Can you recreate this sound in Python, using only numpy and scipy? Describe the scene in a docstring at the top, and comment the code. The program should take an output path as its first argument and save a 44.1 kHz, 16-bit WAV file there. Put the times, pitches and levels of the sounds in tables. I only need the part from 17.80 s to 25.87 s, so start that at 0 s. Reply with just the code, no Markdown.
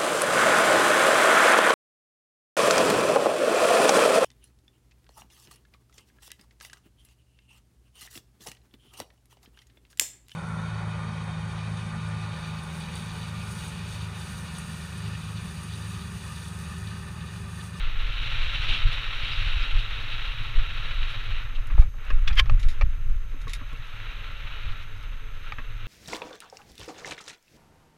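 """A mountain bike with a camera on it rolls fast through deep, dry leaves that snap under the tyres.
From about 3.7 s it crosses a log on a plank ramp: the rustle drops, the frame knocks, and hard jolts
shake the camera and make its mount scrape. The chain rattles, loudest just before 6 s. Then the bike
rolls on through thinner leaves. All along, wind and shaking rumble in the microphone, the camera case
colours the tyre noise, and the electronics whine faintly."""
import sys
import numpy as np
from scipy import signal
from scipy.fft import rfft, irfft, next_fast_len
from scipy.io import wavfile
from scipy.ndimage import uniform_filter1d

SR = 44100
rng = np.random.default_rng(int(sys.argv[2]) if len(sys.argv) > 2 else 0)


def wav_out(sig):
    """Save sig, one row per channel (or a flat mono array), as 16-bit PCM at SR to the path in sys.argv[1]."""
    wavfile.write(sys.argv[1], SR, np.round(np.clip(np.atleast_2d(sig).T, -1, 1) * 32767).astype(np.int16))


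N = 355887
T = np.arange(N) / SR  # the time of every sample, in seconds

# tyres on deep leaves, bare wood, then thinner leaves: t/s, relative level/dB, crispness/dB
TYRE_NOISE = [(0.0, -43, 3.5), (0.15, -44.5, 0.5), (0.3, -42.5, 5.5), (0.9, -39.5, 7), (1.3, -41, 4),
              (1.55, -40.3, 7), (2.1, -41.5, 3.5), (3.57, -43.5, 2.5), (3.67, -48.5, -4.5),
              (4.5, -51, -7.5), (4.98, -49.5, -7), (5.25, -56, -9), (5.8, -51.5, -4.5), (6.17, -47, -1.5),
              (6.9, -46, -0.5), (7.12, -50.5, -4), (7.95, -52, -4), (8.07, -47.5, -0.5)]
# the tyres press down and the crunch swells: t/s, rise/dB, length/s
TYRE_PRESSES = [(3.994, 4.5, 0.023), (4.28, 5, 0.037), (5.916, 3.5, 0.025), (6.276, 1, 0.036),
                (6.737, 2, 0.031), (7.242, 4.5, 0.023), (7.676, 4, 0.048)]
# tone of crushed leaves: f/Hz, relative level/dB
LEAF_TONE = [(150, -12), (350, -17.5), (720, -11), (1000, -7.5), (1300, 0), (2100, 0), (2700, 3.5),
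             (3800, -1.5), (4250, -7), (4700, -19), (6300, -27), (8000, -34), (10200, -35.5), (13500, -53)]
# pitches that the camera case boosts: f/Hz, width/Hz, boost/dB
CASE_BOOSTS = [(261, 65, 6.5), (440, 28, 8), (559, 80, 6), (885, 54, 4), (1069, 51, 4), (1344, 84, 5),
               (2640, 1030, 2), (3830, 193, 7), (5660, 210, 8)]
# a tyre ploughs through a heap of leaves: t/s, level/dB, length/s, brightness/(dB per octave)
LEAF_HEAPS = [(0.894, -28, 0.012, -6.5), (0.94, -29.5, 0.032, -7), (1.132, -35, .012, -2.5),
              (1.469, -36, 0.053, -7), (1.70, -39.5, .03, -7), (2.0, -39.5, 0.019, -2),
              (2.334, -38, 0.023, -5.5), (3.307, -44, .018, 2), (3.759, -43.5, 0.0069, -5)]
# tone of those heaps: f/Hz, relative level/dB
HEAP_TONE = [(600, -31), (2000, -13), (2700, 6), (3850, 3.5), (4600, -10), (6500, -21.5), (8000, -27.5),
             (10200, -23.5), (14000, -41)]
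# tone of brittle leaves and twigs: f/Hz, relative level/dB
TWIG_TONE = [(500, -30), (2000, -6), (3900, -2), (5600, -3), (7500, -14), (10500, -12), (15000, -26)]

# the bike hits wood and roots: t/s, level/dB, clatter length/s, hardness/Hz,
# ring blend (0 brighter clack, 1 deeper clunk)
KNOCKS = [(3.781, -48, .008, 600, 0.38), (3.902, -38.5, 0.014, 1600, 0.78), (3.980, -31, 0.0044, 480, 0),
          (4.022, -39, 0.014, 1600, 0.018), (4.14, -52, 0.018, 600, 0.45),
          (4.304, -28.5, 0.0069, 3000, 0.93), (4.598, -38, .005, 450, 0.033),
          (4.659, -39.5, .006, 4000, 0.35), (4.697, -24.5, 0.004, 2920, 0.23),
          (5.012, -24.5, 0.0056, 3200, 0.089), (5.021, -27.5, 0.0038, 3050, 0.22),
          (5.540, -44.5, 0.012, 200, 0.91), (5.671, -37.5, .006, 1400, 0.97),
          (5.812, -41.5, 0.0083, 1000, 0.93), (5.927, -42, 0.006, 1200, 0.95),
          (7.335, -50.5, .01, 250, 0.93), (7.722, -26.5, 0.0036, 3220, 0.18),
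          (7.785, -32, 0.0076, 2380, 0.98), (7.793, -40, .004, 1800, .9)]
# how the frame rings: f/Hz, width/Hz, level in the brighter clack/dB, level in the deeper clunk/dB
FRAME_RINGS = [(248, 87, -12.5, 3), (456, 38, -27, 2), (590, 34, -1.5, -11), (830, 170, 1, -24),
               (1117, 43, -8, 9), (1227, 93, 3.5, 0), (1650, 160, -12, 0), (1845, 160, -5, 2.5),
               (2285, 180, 5.5, -15), (2540, 100, -17, 0), (3400, 170, -15, -21), (4200, 380, -11, -29),
               (5200, 490, -20, -29)]
# the camera mount scrapes in its joint: t/s, level/dB, swell/s, fade/s, tightness (multiplies the pitch)
SCRAPES = [(4.480, -23.5, 0.0044, 0.0078, 1.086), (4.510, -34.5, 0.014, 0.011, 0.77),
           (4.533, -38, .007, 0.01, 1.035), (4.585, -21.5, 0.015, 0.0074, 1.0),
           (4.599, -12, 0.0093, 0.0043, 1.0)]
# tone of the rasping joint: f/Hz, relative level/dB
SCRAPE_TONE = [(300, -27.5), (850, -20), (1060, -8.5), (1700, -5.5), (3200, -5.5), (3700, -12.5),
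               (5300, -16), (7000, -29), (9500, -40.5), (11500, -32), (15000, -51)]
# how the plastic mount rings: f/Hz, width/Hz, relative level/dB
MOUNT_RINGS = [(1067, 37, 3), (1703, 42, 2.5), (2020, 110, -3.5), (2324, 82, 0), (2650, 88, -12),
               (3170, 160, 4), (4600, 130, -4), (4970, 120, -7)]
# the chain slaps and jingles: t/s, level/dB, fade/s, brightness/(dB per octave)
CHAIN_RATTLES = [(3.871, -51, .003, 7), (3.995, -52, .008, 4), (4.012, -51, 0.014, 2),
                 (4.303, -54, .003, 2), (4.556, -46, 0.0024, 2), (4.796, -44, 0.027, 0.5),
                 (4.830, -38.5, 0.01, -4.5), (4.886, -36.5, 0.022, -2), (5.604, -59, .006, 6),
                 (5.615, -48, 0.016, 0), (5.680, -39, 0.0098, -3.5), (5.695, -38.5, 0.018, -1.5),
                 (5.734, -30.5, .008, 1), (5.749, -40, 0.013, -1), (5.930, -56, .005, 7)]
# tone of the chain: f/Hz, relative level/dB
CHAIN_TONE = [(880, -52), (1500, -24), (1900, 0), (2920, -8.5), (3760, -9.5), (4480, -10.5), (6820, -15),
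              (8370, -21), (10700, -15.5), (11900, -27), (15500, -33)]
# pitches that the chain links boost: f/Hz, width/Hz, boost/dB
LINK_BOOSTS = [(1950, 120, -2.5), (3400, 79, -3), (3750, 320, 12.5), (5370, 250, 4.5), (6900, 300, 6),
               (10300, 400, -1)]
# thin squeaks from the bike: t/s, level/dB, length/s, f/Hz
SQUEAKS = [(1.533, -47, .012, 4850), (1.83, -49, .007, 4900)]

# bumps shove the camera: t/s, relative level/dB, length/s, level of the shaking/dB
JOLTS = [(1.056, -14.5, 0.0087, -28), (1.771, -14.5, .012, -42), (1.958, -15, 0.016, -39),
         (2.192, -27, .008, -33), (2.784, -15, 0.018, -39), (3.951, -9.5, 0.0093, -34),
         (3.998, -1.5, 0.0074, -26.5), (4.344, -15, 0.021, -38), (4.515, -8.5, 0.0235, -30),
         (4.621, -13, 0.0085, -26), (4.637, -13, 0.014, -32), (4.725, -9.5, 0.015, -23),
         (4.866, -13.5, 0.015, -45), (5.039, -8, 0.0096, -39), (6.881, -19, 0.022, -43)]
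# tone of the camera shaking on its mount: f/Hz, relative level/dB
SHAKE_TONE = [(30, 3.5), (65, -3.5), (85, -4), (108, 3.5), (135, -8.5), (165, -20), (220, -32), (400, -46),
              (900, -90)]
# steady air flowing over the microphone: t/s, relative level/dB
AIRFLOW = [(0.0, -31), (3.7, -31), (4.2, -33), (4.6, -24), (5.3, -27), (6.0, -37), (8.07, -34)]
# gusts of wind: t/s, relative level/dB, length/s
GUSTS = [(0.05, -23, .04), (0.21, -24, .05), (0.63, -24, .045), (0.9, -24, .04), (1.66, -23, .06),
         (3.2, -24, .06), (3.55, -26, .04), (3.81, -22, .035), (4.39, -14, .035), (4.57, -15, .04),
         (5.31, -20, .045), (7.33, -33, .03)]
# tone of the wind rumble: f/Hz, relative level/dB
WIND_TONE = [(6, -23.5), (11, -1.5), (16, 4), (24, -1), (35, -6), (55, -19.5), (80, -23.5), (150, -43),
             (300, -64.5), (700, -100)]
# tone of the hiss from the electronics: f/Hz, relative level/dB
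HISS_TONE = [(200, 3), (1000, -13), (4000, 11.5), (7000, 8.5), (10000, 3), (14000, 1), (15200, -12)]


def leaves(clump_db=1.0, patch_db=0.61, treble_from_hz=2250):
    """Thousands of leaves snap each second, in clumps and patches; deep dry leaves add treble."""
    level_db, crisp_db = rolling()
    snaps = clicks(N, per_s=8000, spread_db=2.5)
    snaps *= gain_of(clump_db * wander(35) + patch_db * wander(6.7))
    crunch = colour(snaps, lambda hz: tone_at(LEAF_TONE, hz) + boost_at(CASE_BOOSTS, hz))
    body = signal.sosfiltfilt(signal.butter(3, treble_from_hz, fs=SR, output="sos"), crunch)
    treble = (crunch - body) * gain_of(crisp_db - 4)
    return gain_of(level_db + 5.5) * (body + treble)


def rolling(lift_at_s=4.125, lift_length_s=0.054, lift_db=-10):
    """The ground sets the tyres' level and crispness; the weight on the wheels moves the level."""
    level_db, crisp_db = follow(TYRE_NOISE)
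    dip_db = lift_db * bump(lift_at_s, lift_length_s)  # the front wheel lifts for a moment
    press_db = sum(db * bump(s, length) for s, db, length in TYRE_PRESSES)
    return level_db + dip_db + press_db, crisp_db


def leaf_heaps():
    """Short swishes of many snaps as the tyre meets deeper leaves."""
    out, t = np.zeros(N), np.arange(-SR // 8, SR // 8) / SR
    for s, db, length, bright_db in LEAF_HEAPS:
        tone = lambda hz: tone_at(HEAP_TONE, hz) + bright_db * np.log2(hz / 4000 + 0.0051)
        snaps = colour(clicks(len(t), per_s=6000, spread_db=2), tone)
        add(out, s + t[0], gain_of(db) * snaps * bump(0, length, t))
    return out


def twigs(trim_db=-21, clump_db=3):
    """Single brittle leaves and twigs snap close by, brighter than the rest."""
    tyres_db, _ = rolling()
    snaps = clicks(N, per_s=440, spread_db=2.5) * gain_of(clump_db * wander(25))
    level_db = np.minimum(tyres_db, -48) + trim_db
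    return gain_of(level_db) * colour(snaps, lambda hz: tone_at(TWIG_TONE, hz))


def tyre_knobs(level_db=-61, top_hz=650):
    """The knobs of the tyres drum on the ground, harder where the leaves are loud; the case hums along."""
    tyres_db, _ = rolling()
    tone = lambda hz: 1.5 * boost_at(CASE_BOOSTS, hz) - 20 * np.log10(1 + (hz / top_hz) ** 3)
    drumming = colour(clicks(N, per_s=900, spread_db=2.5), tone)
    swell_db = 0.2 * (tyres_db - tyres_db.mean()) + 1.7 * wander(15)
    return gain_of(level_db + swell_db) * drumming


def frame_knocks(clatter=0.14, band_hz=(230, 6500)):
    """A blow and a short clatter of loose parts make the frame ring; soft blows are duller."""
    out, t = np.zeros(N), np.arange(SR // 8) / SR
    for s, db, length, hard_hz, blend in KNOCKS:
        blow = clatter * clicks(len(t), per_s=6400, spread_db=-2) * np.exp(-t / length)
        blow[0] += 1  # the hit itself
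        blow = signal.sosfilt(signal.butter(2, hard_hz, fs=SR, output="sos"), blow)
        blow = signal.sosfilt(signal.butter(3, band_hz, "band", fs=SR, output="sos"), blow)
        rings = [(f, width, clack_db + blend * (clunk_db - clack_db))
                 for f, width, clack_db, clunk_db in FRAME_RINGS]
        add(out, s, set_loudest(ring(blow, rings), db))
    return out


def mount_scrapes(ring_db=3):
    """Many tiny slips in the joint swell and die away, making the plastic mount ring."""
    out, t = np.zeros(N), np.arange(-SR // 12, SR // 12) / SR
    for s, db, swell, fade, tight in SCRAPES:
        slips = clicks(len(t), per_s=18000, spread_db=2)
        rasp = colour(slips, lambda hz: tone_at(SCRAPE_TONE, hz / tight))
        rasp *= np.exp(-np.where(t < 0, (t / swell) ** 2, t / fade))
        rings = [(f * tight, width, level + ring_db) for f, width, level in MOUNT_RINGS]
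        add(out, s + t[0], set_loudest(rasp + ring(rasp, rings), db))
    return out


def chain():
    """Links click against each other in showers that die away quickly."""
    out, t = np.zeros(N), np.arange(SR // 8) / SR
    metal = lambda hz: tone_at(CHAIN_TONE, hz) + boost_at(LINK_BOOSTS, hz)
    for s, db, fade, bright_db in CHAIN_RATTLES:
        tone = lambda hz: metal(hz) + bright_db * np.log2(hz / 4000 + 0.01)
        jingle = colour(clicks(len(t), per_s=3300, spread_db=0), tone)
        add(out, s, set_loudest(jingle * np.exp(-t / fade), db))
    return out


def squeaks(width_hz=450):
    """Short, rough whistles: noise gathered around one pitch."""
    out, t = np.zeros(N), np.arange(-SR // 20, SR // 20) / SR
    for s, db, length, pitch_hz in SQUEAKS:
        whistle = colour(rng.standard_normal(len(t)), lambda hz: -10 * ((hz - pitch_hz) / width_hz) ** 2)
        add(out, s + t[0], set_loudest(whistle * bump(0, length, t), db))
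    return out


def jolts(turn_s=0.0031):
    """Each jolt shoves the camera one way and then sharply back, making a thump."""
    out, t = np.zeros(N), np.arange(-SR // 10, SR // 10) / SR
    for s, db, length, _ in JOLTS:
        add(out, s + t[0], gain_of(db) * np.tanh(t / turn_s) * bump(0, length, t))
    return out


def camera_shake(base_db=-40.5, rise_s=0.02, fade_s=0.044):
    """The camera shakes with a low rumble: on small bumps, most in deep leaves, and hard at each jolt."""
    _, crisp_db = rolling()
    power = gain_of(base_db + 0.62 * crisp_db + 2.5 * wander(9.3)) ** 2
    for s, _, _, shake_db in JOLTS:
        kick = np.exp(-np.maximum((s - T) / rise_s, (T - s) / fade_s))
        power += (gain_of(shake_db) * kick) ** 2
    rumble = colour(clicks(N, per_s=150, spread_db=3.5), lambda hz: tone_at(SHAKE_TONE, hz))
    return steady(rumble) * np.sqrt(power)


def wind(trim_db=3, limit_db=-16, puff_delay_s=0.01, puff_length_s=0.035):
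    """Air pushes on the microphone: a steady flow, gusts, and a puff as each jolt swings the camera."""
    flow_db, = follow(AIRFLOW)
    puffs = [(s + puff_delay_s, db - 7, puff_length_s) for s, db, _, _ in JOLTS]
    gust_power = sum((gain_of(db) * bump(s, length)) ** 2 for s, db, length in GUSTS + puffs)
    strength = gain_of(trim_db) * np.sqrt(gain_of(flow_db) ** 2 + gust_power)
    air = steady(colour(rng.standard_normal(N), lambda hz: tone_at(WIND_TONE, hz)))
    return air * np.minimum(strength, gain_of(limit_db))


def electronics(whine_hz=6308.7, whine_db=-71, octave_db=-74, pictures_per_s=30, hiss_db=-70):
    """Faint hiss and a thin whine whose wave flips over with each picture the camera takes."""
    flips = (-1.0) ** np.floor(T * pictures_per_s + rng.random())
    flips = uniform_filter1d(flips, size=160)  # softened so that they do not click
    phase = 2 * np.pi * whine_hz * T
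    whine = gain_of(whine_db) * flips * np.sin(phase)
    octave = gain_of(octave_db) * np.sin(2 * phase)
    hiss = gain_of(hiss_db) * colour(rng.standard_normal(N), lambda hz: tone_at(HISS_TONE, hz))
    return np.sqrt(2) * (whine + octave) + hiss


def gain_of(db):
    """Turns decibels into a number to multiply by."""
    return 10 ** (np.asarray(db) / 20)


def unit_level(x):
    """Scales a sound to an average strength (rms) of 1."""
    return x / np.sqrt(np.mean(x ** 2) + 1e-20)


def set_loudest(sound, db):
    """Sets the loudest few milliseconds of a sound to a level."""
    return gain_of(db) * sound / np.sqrt(uniform_filter1d(sound ** 2, size=130).max())


def steady(rumble):
    """Gives every stretch of a rumble the same strength."""
    power = abs(signal.hilbert(rumble)) ** 2 / 2
    return rumble / np.sqrt(uniform_filter1d(power, size=4000))


def tone_at(table, hz):
    """Looks up the dB of a tone table at any frequency."""
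    f, db = np.transpose(table)
    return np.interp(np.log(hz + 1), np.log(f + 1), db)


def boost_at(boosts, hz):
    """The dB that a set of boosted pitches adds at any frequency."""
    return sum(db / (1 + (2 * (hz - f) / width) ** 2) for f, width, db in boosts)


def follow(table):
    """Joins the rows of a time table with straight lines, one curve for each value column."""
    s, *columns = np.transpose(table)
    return [np.interp(T, s, column) for column in columns]


def colour(x, tone):
    """Turns each frequency of x up or down by tone(hz) dB; the result has strength 1."""
    size = next_fast_len(len(x))
    gains = gain_of(tone(np.fft.rfftfreq(size, 1 / SR)))
    return unit_level(irfft(rfft(x, size) * gains, size)[:len(x)])


def ring(x, rings):
    """Lets x set a few pitches ringing; the wider ones die away sooner."""
    out = 0
    for f, width, db in rings:
        decay = np.exp(-np.pi * width / SR)
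        feedback = [1, -2 * decay * np.cos(2 * np.pi * f / SR), decay ** 2]
        out = out + gain_of(db) * signal.lfilter([1 - decay, 0, decay - 1], feedback, x)
    return out


def wander(rate_hz):
    """A random curve of strength 1 that wobbles up to about the given rate."""
    return colour(rng.standard_normal(N), lambda hz: -20 * np.log10(1 + (hz / rate_hz) ** 4))


def clicks(size, per_s, spread_db):
    """Tiny clicks at random times; a spread above 0 makes a few louder, below 0 a few softer."""
    heights = gain_of(spread_db * np.minimum(rng.exponential(1, size), 5))
    signs = rng.choice([-1, 1], size)
    happens = rng.random(size) < per_s / SR
    return unit_level(heights * signs * happens)


def bump(s, length, t=T):
    """A smooth swell of height 1 around time s."""
    return np.exp(-((t - s) / length) ** 2 / 2)


def add(mix, s, sound):
    """Lays a sound into the mix at time s."""
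    part = mix[round(s * SR):][:len(sound)]
    part += sound[:len(part)]


def scene():
    """Everything that reaches the one microphone."""
    ground = leaves() + leaf_heaps() + twigs() + tyre_knobs()
    bike = frame_knocks() + mount_scrapes() + chain() + squeaks()
    return (ground + bike + wind() + camera_shake() + jolts())[None]


def record(dry, top_hz=15400):
    """The camera adds its own whine and hiss, then cuts off the highest treble."""
    treble_cut = signal.firwin(511, top_hz, window=("kaiser", 9), fs=SR)
    return signal.oaconvolve(dry + electronics(), treble_cut[None], "same")


dry = scene()
out = record(dry)
wav_out(out)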